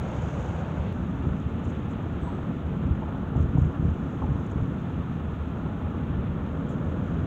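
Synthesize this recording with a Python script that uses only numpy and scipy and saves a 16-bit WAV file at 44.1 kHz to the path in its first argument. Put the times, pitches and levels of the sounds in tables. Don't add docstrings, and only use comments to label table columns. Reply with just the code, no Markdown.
import sys
import numpy as np
from scipy import signal
from scipy.fft import rfft, irfft
from scipy.io import wavfile
from scipy.ndimage import uniform_filter1d

SR = 44100
rng = np.random.default_rng(int(sys.argv[2]) if len(sys.argv) > 2 else 0)


def store_pcm(level_fs):
    pcm = np.round(np.clip(level_fs, -1, 1) * 32767).astype(np.int16)
    wavfile.write(sys.argv[1], SR, np.atleast_2d(pcm).T)


N = 320166
TIME = np.arange(N) / SR
BIN_HZ = np.arange(N // 2 + 1) * SR / N
SIDE_WINDOW_S = 0.928


def from_db(db):
    return 10 ** (np.asarray(db) / 20)


def unit_rms(x):
    return x / np.sqrt(np.mean(x ** 2) + 1e-20)


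def curves(rows):
    time_s, *columns = np.transpose(rows)
    return np.array([np.interp(TIME, time_s, column) for column in columns])


def drift(rate_hz):
    return unit_rms(irfft(rfft(rng.standard_normal(N)) / (1 + (BIN_HZ / rate_hz) ** 2), N))


def noise(spectrum):
    hz = np.maximum(BIN_HZ, 1)
    freq_hz, density_db = np.transpose(spectrum)
    skirts = np.minimum(hz / freq_hz[0], 1) * np.minimum(freq_hz[-1] / hz, 1)
    gain = from_db(np.interp(np.log(hz), np.log(freq_hz), density_db)) * skirts ** 4
    return unit_rms(irfft(rfft(rng.standard_normal(N)) * gain, N))


def steady(x, window_s):
    power = uniform_filter1d(x ** 2, max(int(window_s * SR), 2))
    return x / np.sqrt(uniform_filter1d(power, max(int(window_s * SR / 2), 2)) + 1e-12)


def butter(x, cutoff_hz, kind="low", order=2):
    return signal.sosfilt(signal.butter(order, cutoff_hz, kind, fs=SR, output="sos"), x + 1e-18)


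def ring(force, hz, t60_s):
    radius, angle = from_db(-60 / (t60_s * SR)), 2 * np.pi * hz / SR
    return signal.lfilter([0, np.sin(angle)], [1, -2 * radius * np.cos(angle), radius ** 2], force + 1e-18)


def fading(start_s, rise_s, t60_s):
    age_s = np.maximum(TIME - start_s, 0)
    return (1 - np.exp(-age_s / rise_s)) * np.exp(-np.minimum(np.log(1000) * age_s / t60_s, 20))


def swell(peak_s, level_db, sigma_s):
    return from_db(level_db) * np.exp(-np.minimum(((TIME - peak_s) / sigma_s) ** 2 / 2, 20))


def by_place(front, side, fade_s=0.0024):
    share = np.clip((TIME - SIDE_WINDOW_S) / fade_s + 0.5, 0, 1)
    return (1 - share) * front + share * side


def cut_click(level_db=-40, t60_s=0.003):
    age_s = TIME - SIDE_WINDOW_S
    return (age_s >= 0) * from_db(level_db - 60 * np.clip(age_s / t60_s, 0, 2))


# freq_hz, density_db
RUB_SPECTRUM = [(3500, -12), (5500, -8), (6400, -1.5), (7000, -1), (7800, -8), (8600, -7), (10000, -23.5)]
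# peak_s, level_db, sigma_s, pitch_hz
TRIM_SLIPS = [(1.401, -60, .0015, 6700), (1.651, -65, .009, 7000), (1.683, -68, .008, 6900),
              (1.704, -64.5, .009, 6800), (1.916, -69, .01, 7250), (3.368, -66, .004, 6800),
              (3.39, -68, .005, 7200), (3.41, -66, .005, 6500), (3.429, -63, .004, 6350),
              (3.59, -67.5, .012, 7000), (3.623, -67, .006, 6600), (3.66, -69, .008, 7000),
              (3.942, -68, .003, 7000), (4.466, -62, .003, 6700), (4.503, -68, .003, 6800),
              (4.517, -62, .004, 6900), (6.694, -66.5, .007, 7300), (6.71, -66, .007, 7200),
              (6.73, -68, .01, 6700)]
def trim_rustle(uneven_db=0.5, t60_s=0.0018):
    rub = from_db(uneven_db * drift(200)) * noise(RUB_SPECTRUM)
    return sum(swell(peak_s, db, sigma_s) * unit_rms(ring(rub, hz, t60_s))
               for peak_s, db, sigma_s, hz in TRIM_SLIPS)


# pitch_hz, level_db, rise_s
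SQUEAK_MODES = [(3820, -63.5, .03), (4200, -69, .05), (6250, -73, .01), (7090, -77, .005),
                (7860, -68.5, .004)]
def trim_squeak(start_s=2.212, fade_t60_s=0.78, mode_t60_s=0.006):
    friction, squeak = rng.standard_normal(N), 0
    for hz, db, rise_s in SQUEAK_MODES:
        tone = ring(ring(friction, hz, mode_t60_s), hz, mode_t60_s)
        squeak += from_db(db) * fading(start_s, rise_s, fade_t60_s) * unit_rms(tone)
    return squeak


# freq_hz, density_db
SPRAY_SPECTRUM = [(3500, -13.5), (4800, -10), (5400, -9), (5900, -2.5), (6750, 1.5), (7300, -4),
                  (8000, -11.5), (9000, -22), (12000, -36)]
# time_s, level_db
WETNESS = [(0.0, -66.5), (0.24, -64), (0.44, -63.2), (0.65, -69), (0.91, -73), (1.45, -73.5), (3.32, -77.5),
           (3.56, -74.5), (4.3, -73), (4.99, -75.5), (6.21, -77.5), (7.26, -72.5)]
def spray(gain_db=0.5, patter_db=1.5):
    level_db, = curves(WETNESS)
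    return from_db(level_db + gain_db + patter_db * drift(60)) * noise(SPRAY_SPECTRUM)


# pitch_hz, level_db
HUM_MODES = [(168, -44.5), (272, -48), (352, -50.5), (458, -56.5), (660, -60.5), (830, -60), (1190, -69.5)]
def panel_hum(t60_s=0.087, waver_db=2.15):
    drive = rng.standard_normal(N)
    hum = sum(from_db(db + waver_db * drift(2)) * unit_rms(ring(drive, hz, t60_s)) for hz, db in HUM_MODES)
    return by_place(0, hum)


ENGINE_HARMONICS = [-42.5, -46.5]
def engine(firing_hz=80.9, wander=0.0116, waver_db=4.0):
    phase = 2 * np.pi * np.cumsum(firing_hz * (1 + wander * drift(1.49))) / SR
    return sum(from_db(db + waver_db * drift(10)) * np.sin(harmonic * phase)
               for harmonic, db in enumerate(ENGINE_HARMONICS, 1))


# freq_hz, density_db
HOLLOW_SPECTRUM = [(380, -1.5), (480, 3.5), (620, -1), (720, -17)]
# peak_s, level_db, sigma_s
HOLLOW_SWELL = [(6.85, -43.5, .22)]
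def hollow_roar():
    return swell(*HOLLOW_SWELL[0]) * steady(noise(HOLLOW_SPECTRUM), window_s=0.1)


# freq_hz, density_db
SPLASH_SPECTRUM = [(350, 5), (600, -5.5), (850, -3.5), (1250, -6), (1700, -16.5)]
# peak_s, level_db, sigma_s, pitch_hz, t60_s
TREAD_SLAPS = [(1.251, -35, 0.0056, 900, .004), (2.282, -39, 0.011, 970, 0.044),
               (2.353, -45, 0.0089, 1240, .03), (2.389, -35.5, 0.0033, 1150, .008),
               (2.449, -42, 0.0074, 1200, .01), (3.029, -36, 0.0091, 910, .012),
               (3.087, -40, 0.0082, 1000, .004), (3.15, -40, 0.0085, 1110, 0.0063),
               (3.358, -36, 0.0065, 880, 0.012), (3.38, -44, .012, 1280, .01),
               (3.576, -34.5, 0.0067, 780, .008), (4.224, -32.5, 0.0037, 1150, .005),
               (4.243, -33, 0.006, 920, 0.0069), (4.253, -42, .004, 450, .01),
               (4.273, -47, .006, 1170, .012), (4.585, -33, .003, 840, 0.008),
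               (5.558, -38.5, 0.0099, 1000, 0.0028), (5.662, -38, 0.0069, 960, .003),
               (5.816, -41, 0.0057, 1300, .01), (5.859, -42, 0.0066, 1280, .008),
               (5.878, -40.5, 0.0042, 950, 0.0089), (5.95, -36, 0.0047, 1000, 0.0027)]
def tread_slaps(splash_db=-9):
    splash, slaps = noise(SPLASH_SPECTRUM), np.zeros(N)
    for peak_s, db, sigma_s, hz, t60_s in TREAD_SLAPS:
        clack = unit_rms(ring(splash, hz, t60_s)) + from_db(splash_db) * splash
        slaps += swell(peak_s, db, sigma_s) * steady(clack, window_s=0.0035)
    return slaps


# freq_hz, density_db
WIND_FRONT = [(1200, -8.5), (2000, 3), (2700, 1.5), (3500, -3), (3900, -8.5), (4400, -16.5), (5200, -26),
              (7000, -40)]
WIND_SIDE = [(1200, -9.5), (2000, 3), (2700, 2), (3500, -1.5), (3900, -8), (4400, -19.5), (5200, -33),
             (7000, -43.5)]
def wind(level_db, flutter_db=1.0):
    return from_db(level_db + flutter_db * drift(89)) * by_place(noise(WIND_FRONT), noise(WIND_SIDE))


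# freq_hz, density_db
ROAR_FRONT = [(250, -18), (450, -1.5), (570, 1.5), (720, -3), (850, -2), (1050, -6.5), (1400, -8),
              (1650, -12.5), (2100, -28.5), (3000, -47)]
ROAR_SIDE = [(250, -9.5), (450, 4), (600, 3), (740, 0), (830, 0), (1020, -2), (1090, 0), (1380, 0),
             (1630, -9), (1730, -7), (1820, -10), (2000, -20), (3000, -38.5)]
def tyre_roar(level_db, grain_db=1.0):
    roar = by_place(noise(ROAR_FRONT), noise(ROAR_SIDE))
    return from_db(level_db + grain_db * drift(25)) * steady(roar, window_s=0.11)


# time_s, roar_db, wind_db
LEVELS_FRONT = [(0.03, -39, -53), (0.462, -39.5, -54), (0.758, -39.5, -54), (0.9, -41.5, -52)]
LEVELS_SIDE = [(0.97, -43.5, -57.5), (1.73, -43.5, -56), (3.51, -43.5, -58.5), (5.23, -44, -57.5),
               (6.43, -43, -57.5), (6.85, -42.5, -58), (7.22, -42.5, -57)]
def tyres_and_wind():
    roar_db, wind_db = by_place(curves(LEVELS_FRONT), curves(LEVELS_SIDE))
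    return tyre_roar(roar_db) + wind(wind_db)


# freq_hz, density_db
RUMBLE_FRONT = [(15, -35), (30, -17), (55, -8.5), (85, 0.5), (125, -5.5), (160, 1), (200, -5.5), (240, -10),
                (320, -14.5), (450, -18.5), (700, -39)]
RUMBLE_SIDE = [(15, -30), (30, -26), (50, -8.5), (78, 0.5), (110, -4), (135, -2.5), (165, -1.35),
               (200, -3.5), (272, -6.5), (315, -12.5), (450, -19.5), (700, -38.5)]
# time_s, level_db
ASPHALT = [(0.0, -29.5), (1.33, -29), (2.38, -30.5), (2.77, -28.5), (3.15, -30), (3.8, -29.5),
           (5.62, -30.5), (6.17, -28), (6.37, -30), (7.26, -27)]
def road_rumble(gain_db=-0.66, patchy_db=0.23):
    level_db, = curves(ASPHALT)
    gain = from_db(level_db + gain_db - patchy_db * drift(5))
    rumble = by_place(noise(RUMBLE_FRONT), noise(RUMBLE_SIDE))
    return gain * steady(rumble, window_s=0.18)


# pitch_hz, gain_db, t60_s
BOOM_MODES = [(134.8, 1.5, 0.079), (171, -3, 0.032), (265, -10.5, 0.054)]
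# pitch_hz, gain_db, t60_s
HEAVE_MODES = [(81.4, -1, 0.12), (103, -11, .07)]
# start_s, knock_db, lift_db, shudder_db, contact_cutoff_hz
BUMPS = [(0.172, -31, -22, -31, 250), (0.2, -24, -30, -32.5, 300), (0.401, -21, -34, -38, 250),
         (0.419, -33, -17, -37, 150), (0.791, -28, -15, -33, 130), (1.252, -22, -32, -35, 240),
         (1.267, -20, -25, -30, 250), (1.305, -30, -21, -37, 200), (1.66, -19, -23.5, -39, 200),
         (2.224, -26, -19, -39, 120), (2.717, -15.5, -21, -32, 350), (2.851, -18.5, -15.5, -38, 250),
         (2.905, -28, -10, -36.5, 120), (3.359, -14.5, -19, -31, 220), (3.374, -21, -18, -33, 150),
         (3.4, -16, -12, -32, 170), (3.439, -19, -20, -37.5, 170), (3.486, -20.5, -21, -40, 178),
         (3.552, -12.5, -17, -27, 320), (3.5824, -8, -16.5, -33, 280), (3.616, -17, -12.5, -34, 250),
         (3.652, -18, -17.5, -37, 220), (3.795, -21, -25, -36, 450), (3.826, -17, -19, -32, 400),
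         (3.851, -16, -17.5, -33, 400), (3.88, -31, -12.5, -34, 150), (3.906, -29, -27, -40, 200),
         (4.237, -15.5, -20, -32, 480), (4.257, -25, -22, -31, 300), (4.289, -17, -15.5, -37, 300),
         (4.303, -15.5, -28, -38, 300), (4.318, -20, -21, -35.5, 300), (4.558, -18.5, -18, -34, 400),
         (4.595, -22.5, -27, -30, 400), (4.619, -24, -15.5, -31.5, 200), (4.679, -21, -38, -42, 300),
         (4.978, -24.5, -18, -40, 200), (6.099, -18.5, -22, -37, 200), (6.149, -22, -27, -32, 200),
         (6.178, -30, -18, -37.5, 160), (6.286, -20.5, -19, -42, 200), (6.859, -23.5, -24, -40, 200),
         (7.17, -24, -20, -24.5, 298)]
def bumps(knock_gain_db=-3, spring_cutoff_hz=140, shudder_t60_s=0.36, leak_hz=55):
    force, lift, shudder = np.zeros((3, N))
    for start_s, knock_db, lift_db, shudder_db, contact_cutoff_hz in BUMPS:
        blow = signal.unit_impulse(N, int(start_s * SR))
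        force += butter(from_db(knock_db + knock_gain_db) * blow, contact_cutoff_hz)
        lift += from_db(lift_db) * blow
        shudder += from_db(shudder_db) * fading(start_s, rise_s=0.0027, t60_s=shudder_t60_s)
    lift = butter(lift, spring_cutoff_hz)
    boom = sum(from_db(db) * ring(force, hz, t60_s) for hz, db, t60_s in BOOM_MODES)
    heave = sum(from_db(db) * ring(lift, hz, t60_s) for hz, db, t60_s in HEAVE_MODES)
    thuds = butter(boom + heave, leak_hz, "high", order=3)
    shake = noise([(20, -21.5), (45, -13.0), (85, 3.5), (150, -2.5), (300, -18.5)])
    return thuds + shudder * steady(shake, window_s=0.1)


def scene():
    body = road_rumble() + engine() + bumps() + panel_hum()
    air = tyres_and_wind() + hollow_roar() + tread_slaps() + spray()
    return (body + air + trim_rustle() + trim_squeak() + cut_click())[None]


# freq_hz, density_db
HISS_SPECTRUM = [(3000, -3.5), (10000, 1), (13000, 1), (15500, 3.5)]
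def record(dry, hiss_db=-79.5, cutoff_hz=15720):
    hissy = dry + from_db(hiss_db) * noise(HISS_SPECTRUM)
    return signal.sosfilt(signal.ellip(12, 0.1, 80, cutoff_hz, fs=SR, output="sos"), hissy)


dry = scene()
out = record(dry)
store_pcm(out)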